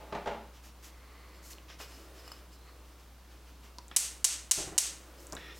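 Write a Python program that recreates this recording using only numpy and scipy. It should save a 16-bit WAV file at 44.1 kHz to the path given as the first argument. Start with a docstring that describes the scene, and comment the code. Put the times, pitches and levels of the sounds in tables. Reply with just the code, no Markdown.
"""Fingers pinch dry spice from a small ceramic bowl and sprinkle it over meat in a quiet kitchen: shaped
grain noise rubs skin and rolls grit, and rings the bowl's modes. First a drawer bumps shut across the room
(noise bursts through box modes). Later a gas ring is lit: the knob clicks (damped modes), the igniter sparks
four times (short snaps in a room response); the flame catches with a flutter after the third spark (low noise
puffs); the knob snaps back and the gas hisses (resonant noise). Room tone, hum and a rustling shirt lie below."""
import sys
import numpy as np
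from scipy import signal
from scipy.fft import rfft, irfft
from scipy.io import wavfile
from scipy.ndimage import uniform_filter1d, minimum_filter1d

SR = 44100
rng = np.random.default_rng(int(sys.argv[2]) if len(sys.argv) > 2 else 0)


def pcm_store(signal):
    """Save signal as 16-bit PCM."""
    levels = np.round(np.clip(np.atleast_2d(signal), -1, 1) * 32767)
    wavfile.write(sys.argv[1], SR, levels.astype(np.int16).T)


N = 246519
TIME = np.arange(N) / SR

# modes of the small hand-held bowl: mode_hz, width_hz, level_db
BOWL_MODES = [(2930, 55, -1), (4450, 160, -1), (5100, 54, 7), (6030, 140, -22), (7340, 62, -6),
              (7560, 56, -4), (9440, 51, -7.5), (10700, 90, -14), (12400, 100, -9), (14380, 90, -8)]
# gas valve clacks and lets gas through the jet: start_s, clack_db, clack_hz, hiss_db, hiss_length_s
VALVE_CLACKS = [(3.914, -24.5, 1380, -57.5, 0.05), (5.367, -21, 1570, -52.5, 0.16)]


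def from_db(db):
    """Decibels to gain."""
    return 10 ** (np.asarray(db) / 20)


def unit(h):
    """Scale a response to an energy of one."""
    return h / np.sqrt(np.sum(h ** 2) + 1e-20)


def through(x, h):
    """Pass a sound through an impulse response."""
    return signal.fftconvolve(x, h)[:N]


def at_hz(points, hz):
    """Read a table on a log-frequency axis."""
    point_hz, value = np.transpose(points)
    return np.interp(np.log(hz + 1), np.log(point_hz), value)


def colour(spectrum, size=4096):
    """Causal, minimum-phase response with the given spectrum, rows of (Hz, dB)."""
    magnitude = from_db(at_hz(spectrum, np.fft.rfftfreq(size, 1 / SR)))
    cepstrum = irfft(np.log(magnitude))
    # fold the cepstrum onto positive time
    cepstrum[1:size // 2] *= 2
    cepstrum[size // 2 + 1:] = 0
    return unit(irfft(np.exp(rfft(cepstrum))))


def ringing(modes, size=6000):
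    """Response of damped modes with alternating sign, rows of (Hz, width Hz, dB)."""
    t = TIME[:size]
    total = np.zeros(size)
    for k, (hz, width_hz, db) in enumerate(modes):
        mode = np.sin(2 * np.pi * hz * t) * np.exp(-np.pi * width_hz * t)
        total += (-1) ** k * from_db(db) * unit(mode)
    return unit(total)


def add(out, start_s, sound):
    """Mix a short sound in at its start time."""
    i = max(int(round(start_s * SR)), 0)
    out[i:i + len(sound)] += sound[:N - i]


def bursts(rows, rise_s):
    """Noise that swells quickly and dies away, rows of (start s, dB, decay s)."""
    power = np.zeros(N)
    t = TIME[:SR]
    for start_s, db, decay_s in rows:
        envelope = from_db(db) * (1 - np.exp(-t / rise_s)) * np.exp(-t / decay_s)
        add(power, start_s, envelope ** 2)
    return np.sqrt(power) * rng.standard_normal(N)


def grains(per_s, spread_db):
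    """Random tiny clicks of uneven size, rms one."""
    size_db = spread_db * np.minimum(rng.exponential(1, N), 4)
    sizes = from_db(size_db) * rng.choice([-1, 1], N)
    present = rng.random(N) < per_s / SR
    return unit(sizes * present) * np.sqrt(N)


def swells(rows):
    """Gain of smooth movements that rise and fall, rows of (middle s, length s, dB)."""
    power = np.zeros(N)
    for middle_s, length_s, db in rows:
        phase = np.pi * np.clip((TIME - middle_s) / length_s, -.5, .5)
        power += (from_db(db) * np.cos(phase)) ** 2
    return np.sqrt(power)


def stroke(start_s, length_s, peak_share=0.28):
    """Power of a finger stroke: pressure builds quickly and eases off."""
    corners_s = [start_s, start_s + length_s * peak_share, start_s + length_s]
    return np.interp(TIME, corners_s, [0, 1, 0]) ** 1.3


def kitchen(build_s):
    """Diffuse tail: it builds up as sound crosses the room, then dies soonest in the treble."""
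    # decay by band: centre_hz, t60_s
    band_decays = [(150, 0.62), (700, 0.42), (2000, 0.51), (4000, 0.39), (7000, 0.31), (10500, 0.27),
                   (15000, 0.22)]
    t = TIME[:SR]
    white = rfft(rng.standard_normal(len(t)))
    hz = np.fft.rfftfreq(len(t), 1 / SR)
    tail = np.zeros(len(t))
    for k, (_, t60_s) in enumerate(band_decays):
        share = at_hz([(centre_hz, j == k) for j, (centre_hz, _) in enumerate(band_decays)], hz)
        tail += irfft(white * share, len(t)) * from_db(-60 * t / t60_s)
    return unit(tail * (1 - np.exp(-t / build_s)))


def background(air_db=-59, hum_hz=60.6, hum_db=-54):
    """Still air, mains hum and the soft sounds of a moving cook, as coloured noise and a sine."""
    # still air: freq_hz, density_db
    air_spectrum = [(20, -4), (36, 0), (55, 7), (80, 1.5), (130, 2.5), (250, -0.5), (310, 1.5), (375, -3),
                    (600, -5), (1080, -3.5), (1800, -11), (3200, -12.5), (5000, -14), (8000, -19),
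                    (16000, -21)]
    # cloth: freq_hz, density_db
    cloth_spectrum = [(100, -10), (245, -12.5), (310, 6), (370, 1), (560, 0.5), (800, -10.5), (1200, -7.5),
                      (2200, -14), (4000, -17.5), (9000, -23)]
    # shirt rustles with each move of the arms: middle_s, length_s, level_db
    arm_moves = [(0.05, 1.2, -60), (1.35, 1.5, -63.5), (2.17, 0.81, -57), (2.75, 0.62, -62.5),
                 (3.4, 0.38, -66), (4.3, 2.2, -67), (5.25, 1.14, -56.5)]
    # bowl is pushed into the hand that holds it: start_s, level_db, decay_s
    bowl_thud = (1.797, -48, 0.044)
    # a faint hollow rustle, and later a short hollow rub: middle_s, length_s, level_db
    hollow_rubs = [(1.25, 1, -61.5), (2.69, 0.065, -59.5)]
    # resonances of these two: mode_hz, width_hz, level_db
    hollow_modes = [(1135, 180, -2.5), (2040, 260, -0.5), (2700, 1100, -6), (4400, 500, -7.5)]

    air = from_db(air_db) * through(rng.standard_normal(N), colour(air_spectrum))
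    hum = from_db(hum_db) * np.sqrt(2) * np.sin(2 * np.pi * hum_hz * TIME)
    rustle = swells(arm_moves) * rng.standard_normal(N)
    soft = rustle + bursts([bowl_thud], rise_s=0.0026)
    hollow = swells(hollow_rubs) * through(rng.standard_normal(N), ringing(hollow_modes))
    return air + hum + through(soft, colour(cloth_spectrum)) + hollow


def drawer(modes_db=-2):
    """Rattling contacts shake the wooden box."""
    # rolling, then bumping the stop: start_s, level_db, decay_s
    bumps = [(0, -50.5, 0.13), (.123, -33, 0.017), (.149, -32, 0.019), (.258, -33, 0.017),
             (.2715, -29, 0.019), (.31, -41, 0.041)]
    # broad colour of the box: freq_hz, density_db
    box_spectrum = [(60, -18), (150, -13), (250, -17), (330, 4.5), (600, 1.5), (900, 0), (1100, -4.5),
                    (1300, -8.5), (1700, -11), (2300, -14), (3100, -17.5), (4200, -22.5), (6500, -30),
                    (12000, -52)]
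    # modes of the box: mode_hz, width_hz, level_db
    box_modes = [(331.7, 32.5, 1.5), (572.6, 8, -2), (685, 14, -12.5), (801, 28, -0.5), (890, 63, -9.5),
                 (1016, 23, -3.5), (3000, 64, -26)]
    box = unit(colour(box_spectrum) + from_db(modes_db) * ringing(box_modes, size=4096))
    return through(bursts(bumps, rise_s=0.00054), box)


def bare_glaze(sweep_s=0.42):
    """Share of the glaze swept clear under the fingers, 0-1; it starts anew with each dip."""
    # hand dips into the bowl: start_s
    dips = [1.4, 5.2]
    bare = np.zeros(N)
    for start_s in dips:
        swept = 1 - np.exp(-np.maximum(TIME - start_s, 0) / sweep_s)
        bare = np.where(TIME > start_s, swept, bare)
    return bare


def fingers(sprinkle_s=0.09, bare_grit_db=-6, bare_ring_db=0.5, covered_ring_db=-15):
    """Strokes rub skin and roll grit; in the bowl the grains ring the glaze more as it is swept bare."""
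    # fingertips rub a pinch out over the meat: start_s, skin_rub_db, falling_grit_db
    sprinkles = [(.53, -60, -68), (.626, -58.5, -59), (.822, -56, -54.5), (2.865, -69, -71),
                 (2.975, -65, -69), (3.292, -62, -71), (3.455, -61.5, -70), (3.62, -59, -65.5)]
    # fingers scrape through the spice on the glaze: start_s, length_s, skin_rub_db, spice_db
    scrapes = [(1.423, .14, -67, -53.5), (1.499, 0.045, -55.5, -48), (1.679, .085, -51, -70),
               (1.785, 0.087, -49, -49.5), (1.845, 0.24, -59.5, -56.5), (2.131, 0.17, -60, -61),
               (2.232, .2, -58.5, -61.5), (2.512, 0.062, -77, -59.5), (5.164, 0.14, -80, -58),
               (5.54, 0.1, -78, -54.5)]
    # fingernails touch the bowl: start_s, tap_db, tap_hz, ring_db
    nails = [(1.533, -28, 4230, -38), (1.584, -29, 2900, -46), (1.702, -42, 4000, -42),
             (1.8024, -23.5, 890, -40), (2.2777, -26.5, 1200, -26), (2.318, -24, 1270, -21)]
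    # skin friction: freq_hz, density_db
    skin_spectrum = [(200, -23), (450, -1), (900, 1), (1400, 3), (2200, 1), (3000, 2.5), (4000, -3),
                     (5500, -1.5), (7200, -11), (8500, -18), (16000, -21)]
    # grit friction: freq_hz, density_db
    grit_spectrum = [(1000, -52), (2500, -20), (4500, 5), (7000, 9), (9000, 2), (13000, 3), (16000, -4)]

    rub_power, falling_power, scraping_power = np.zeros((3, N))
    for start_s, rub_db, grit_db in sprinkles:
        power = stroke(start_s, sprinkle_s)
        rub_power += from_db(rub_db) ** 2 * power
        falling_power += from_db(grit_db) ** 2 * power
    for start_s, length_s, rub_db, spice_db in scrapes:
        power = stroke(start_s, length_s)
        rub_power += from_db(rub_db) ** 2 * power
        scraping_power += from_db(spice_db) ** 2 * power

    scraping = np.sqrt(scraping_power)
    bare = bare_glaze()
    grit_gain = np.sqrt(falling_power) + scraping * from_db(bare_grit_db * bare)
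    ring_gain = scraping * from_db(bare_ring_db * bare + covered_ring_db * (1 - bare))
    crunch = grains(per_s=10000, spread_db=2.0)
    bowl = ringing(BOWL_MODES)
    out = through(np.sqrt(rub_power) * grains(per_s=12000, spread_db=2.5), colour(skin_spectrum))
    out += through(grit_gain * crunch, colour(grit_spectrum))
    out += through(ring_gain * crunch, bowl)
    for start_s, tap_db, tap_hz, ring_db in nails:
        tap = from_db(tap_db) * ringing([(tap_hz, 400, 0)])
        add(out, start_s, tap + from_db(ring_db) * bowl)
    return out


def rim_brush(start_s=1.329, length_s=0.071, level_db=-64):
    """On its way in, a finger brushes the clean rim, which rings freely."""
    friction = np.sqrt(stroke(start_s, length_s)) * rng.standard_normal(N)
    return from_db(level_db) * through(friction, ringing(BOWL_MODES))


def squeak(start_s=2.47, end_s=2.79, from_hz=3800, to_hz=4280, level_db=-70):
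    """A fingertip slips off the glaze with a faint, rough, rising whistle."""
    along = np.clip((TIME - start_s) / (end_s - start_s), 0, 1)
    pitch_hz = from_hz + (to_hz - from_hz) * np.sin(np.pi / 2 * along)
    slow = signal.butter(2, 90, fs=SR, output="sos")
    waver = unit(signal.sosfilt(slow, rng.standard_normal(N))) * np.sqrt(2 * N)
    whistle = np.sin(2 * np.pi * np.cumsum(pitch_hz) / SR)
    return from_db(level_db) * np.sin(np.pi * along) * waver * whistle


def knock(db, hz, shudder_db, width_hz=75, panel_s=0.0091):
    """A hollow knock and a shudder of the sheet-metal panel behind it."""
    body = ringing([(hz, width_hz, 0)])
    t = TIME[:len(body)]
    shaking = rng.standard_normal(len(t)) * np.exp(-t / panel_s)
    shudder = through(shaking, ringing([(hz, 1300, 0)]))[:len(t)]
    return from_db(db) * body + from_db(shudder_db) * unit(shudder)


def knob(tick_width_hz=2700, rattle_db=-6, rattle_s=0.0049,
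         overtone_ratio=2.42, overtone_width_hz=200, overtone_db=-1, valve_shudder_db=2.5):
    """Bright ticks with a brief rattle, knocks against the stops, and the two-toned clack of the valve."""
    # latch ticks: start_s, level_db, pitch_hz
    ticks = [(3.785, -20.5, 4400), (3.882, -29.5, 7160), (5.269, -25, 7600), (5.300, -35, 7200),
             (5.3239, -17.5, 5700), (5.331, -21.5, 6900), (5.3516, -21.5, 7340)]
    # knob knocks against its stops: start_s, knock_db, knock_hz, panel_shudder_db
    knocks = [(3.785, -20, 963, -26), (5.325, -24, 605, -18.5), (5.3312, -31, 880, -15),
              (5.3516, -25, 710, -19)]
    out, t = np.zeros(N), TIME[:SR // 10]
    for start_s, db, hz in ticks:
        contact = from_db(rattle_db) * unit(rng.standard_normal(len(t)) * np.exp(-t / rattle_s))
        contact[0] += 1
        latch = np.diff(ringing([(hz, tick_width_hz, 0)]))
        band = through(latch, latch)  # one broad band with steep edges
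        add(out, start_s, from_db(db) * unit(through(band, contact)))
    for start_s, db, hz, shudder_db in knocks:
        add(out, start_s, knock(db, hz, shudder_db))
    for start_s, db, hz, _, _ in VALVE_CLACKS:
        add(out, start_s, knock(db, hz, db + valve_shudder_db))
        overtone = ringing([(hz * overtone_ratio, overtone_width_hz, 0)])
        add(out, start_s, from_db(db + overtone_db) * overtone)
    return out


def burner(attack_s=0.0033, release_s=0.029):
    """The flame catches in low puffs; after each clack of the valve the jet hisses in the mixing tube."""
    # flame runs round the burner in puffs: start_s, level_db, decay_s
    puffs = [(4.572, -34.5, 0.028), (4.618, -48, 0.028), (4.670, -43, 0.036), (4.718, -44.5, 0.045)]
    # flame: freq_hz, density_db
    flame_spectrum = [(40, -1), (90, -3), (170, 3), (250, -10), (340, 8), (480, -2), (700, 0), (1000, -6.5),
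                      (2000, -14), (5000, -37)]
    # mixing tube: mode_hz, width_hz, level_db
    jet_modes = [(1310, 240, -6.5), (1820, 130, -0.5), (2500, 460, -2), (2900, 270, -4.5),
                 (3470, 160, -3.5), (4000, 180, -8.5), (5370, 530, -8.5)]
    flame = through(bursts(puffs, rise_s=0.0014), colour(flame_spectrum))
    flow = np.zeros(N)
    for start_s, _, _, hiss_db, length_s in VALVE_CLACKS:
        opening = np.clip((TIME - start_s) / attack_s, 0, 1)
        closing = np.exp(-np.maximum(TIME - start_s - length_s, 0) / release_s)
        flow += from_db(hiss_db) * opening * closing
    return flame + flow * through(rng.standard_normal(N), ringing(jet_modes))


def igniter(tail, scatter_db=1.0, scatter_s=0.012, tail_db=-3.5, stir_db=-10, cap_width_hz=3200,
            path_jitter_s=0.00003):
    """Sharp snaps take nearly the same paths through the kitchen, stirred a little by the moving cook."""
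    # sparks: start_s, level_db, edge_db (added above 10.5 kHz), burner_cap_hz
    sparks = [(3.963, 9.5, 2.5, 7000), (4.2435, 11, -31, 6400), (4.5114, 12.5, -28, 7500),
              (4.7790, 10.5, -16, 6760)]
    # snap: freq_hz, density_db
    snap_spectrum = [(150, -33), (500, -21), (1300, -17.5), (2400, -13.5), (2950, -10), (3500, -10),
                     (4650, -6.5), (5400, -5), (6350, 0), (7200, -1), (8200, 0), (9800, -6), (12500, -15),
                     (16000, -26.5)]
    # paths from the stove top, off hob, wall and hood: delay_s, level_db
    paths = [(0, -5), (.00063, -6.5), (.00135, -3), (.0036, -5), (.0046, -1.5), (.00665, -1), (.0077, -7)]
    t = TIME[:len(tail)]
    scatter_envelope = np.exp(-t / scatter_s) * (1 - np.exp(-t / 0.0014))
    scatter = unit(rng.standard_normal(len(t)) * scatter_envelope)
    space = from_db(scatter_db) * scatter + from_db(tail_db) * tail
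    radius = np.exp(-np.pi * cap_width_hz / SR)
    high_pass = signal.butter(2, 10500, "high", fs=SR, output="sos")
    out = np.zeros(N)
    for start_s, db, edge_db, cap_hz in sparks:
        # the burner cap holds the snap for a few cycles: two all-pass sections
        poles = [1, -2 * radius * np.cos(2 * np.pi * cap_hz / SR), radius ** 2]
        snap = signal.sosfilt([poles[::-1] + poles] * 2, colour(snap_spectrum))
        edge = signal.sosfiltfilt(high_pass, snap, padtype=None)
        stirred = space + from_db(stir_db) * unit(tail * rng.standard_normal(len(t)))
        for delay_s, path_db in paths:
            # the spark jumps to a slightly different spot each time
            add(stirred, delay_s + path_jitter_s * rng.standard_normal(), from_db([path_db]))
        add(out, start_s, from_db(db) * through(snap + from_db(edge_db) * edge, stirred))
    return out


def scene():
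    """Each source sends its share to the kitchen tail; a faint hiss has opposite sign in the two channels."""
    tail = kitchen(build_s=0.0087)
    hands = fingers() + rim_brush() + squeak()
    wood, clicks, gas = drawer(), knob(), burner()
    send = from_db(-11) * hands + from_db(-5) * wood + from_db(-13.5) * clicks + from_db(-8.5) * gas
    mono = hands + wood + clicks + gas + through(send, tail) + igniter(tail) + background()
    hiss_colour = colour([(60, 0), (300, 9), (1000, -1), (16000, 4.5)])
    hiss = from_db(-69.0) * through(rng.standard_normal(N), hiss_colour)
    return np.array([mono + hiss, mono - hiss])


def record(dry, ceiling_db=-19.5, release_db_per_s=125, cutoff_hz=16000):
    """A limiter ducks everything at each loud burst and recovers steadily; the top is cut."""
    power = uniform_filter1d(dry.mean(axis=0) ** 2, size=400)  # centred: looks slightly ahead
    over_db = np.maximum(10 * np.log10(np.abs(power) + 1e-12) - ceiling_db, 0)
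    recovery_db = release_db_per_s * TIME
    duck_db = np.maximum.accumulate(over_db + recovery_db) - recovery_db
    gain_db = uniform_filter1d(minimum_filter1d(-duck_db, size=301), size=221)
    low_pass = signal.ellip(10, .1, 80, cutoff_hz, fs=SR, output="sos")
    return signal.sosfilt(low_pass, dry * from_db(gain_db))


dry = scene()
out = record(dry)
pcm_store(out)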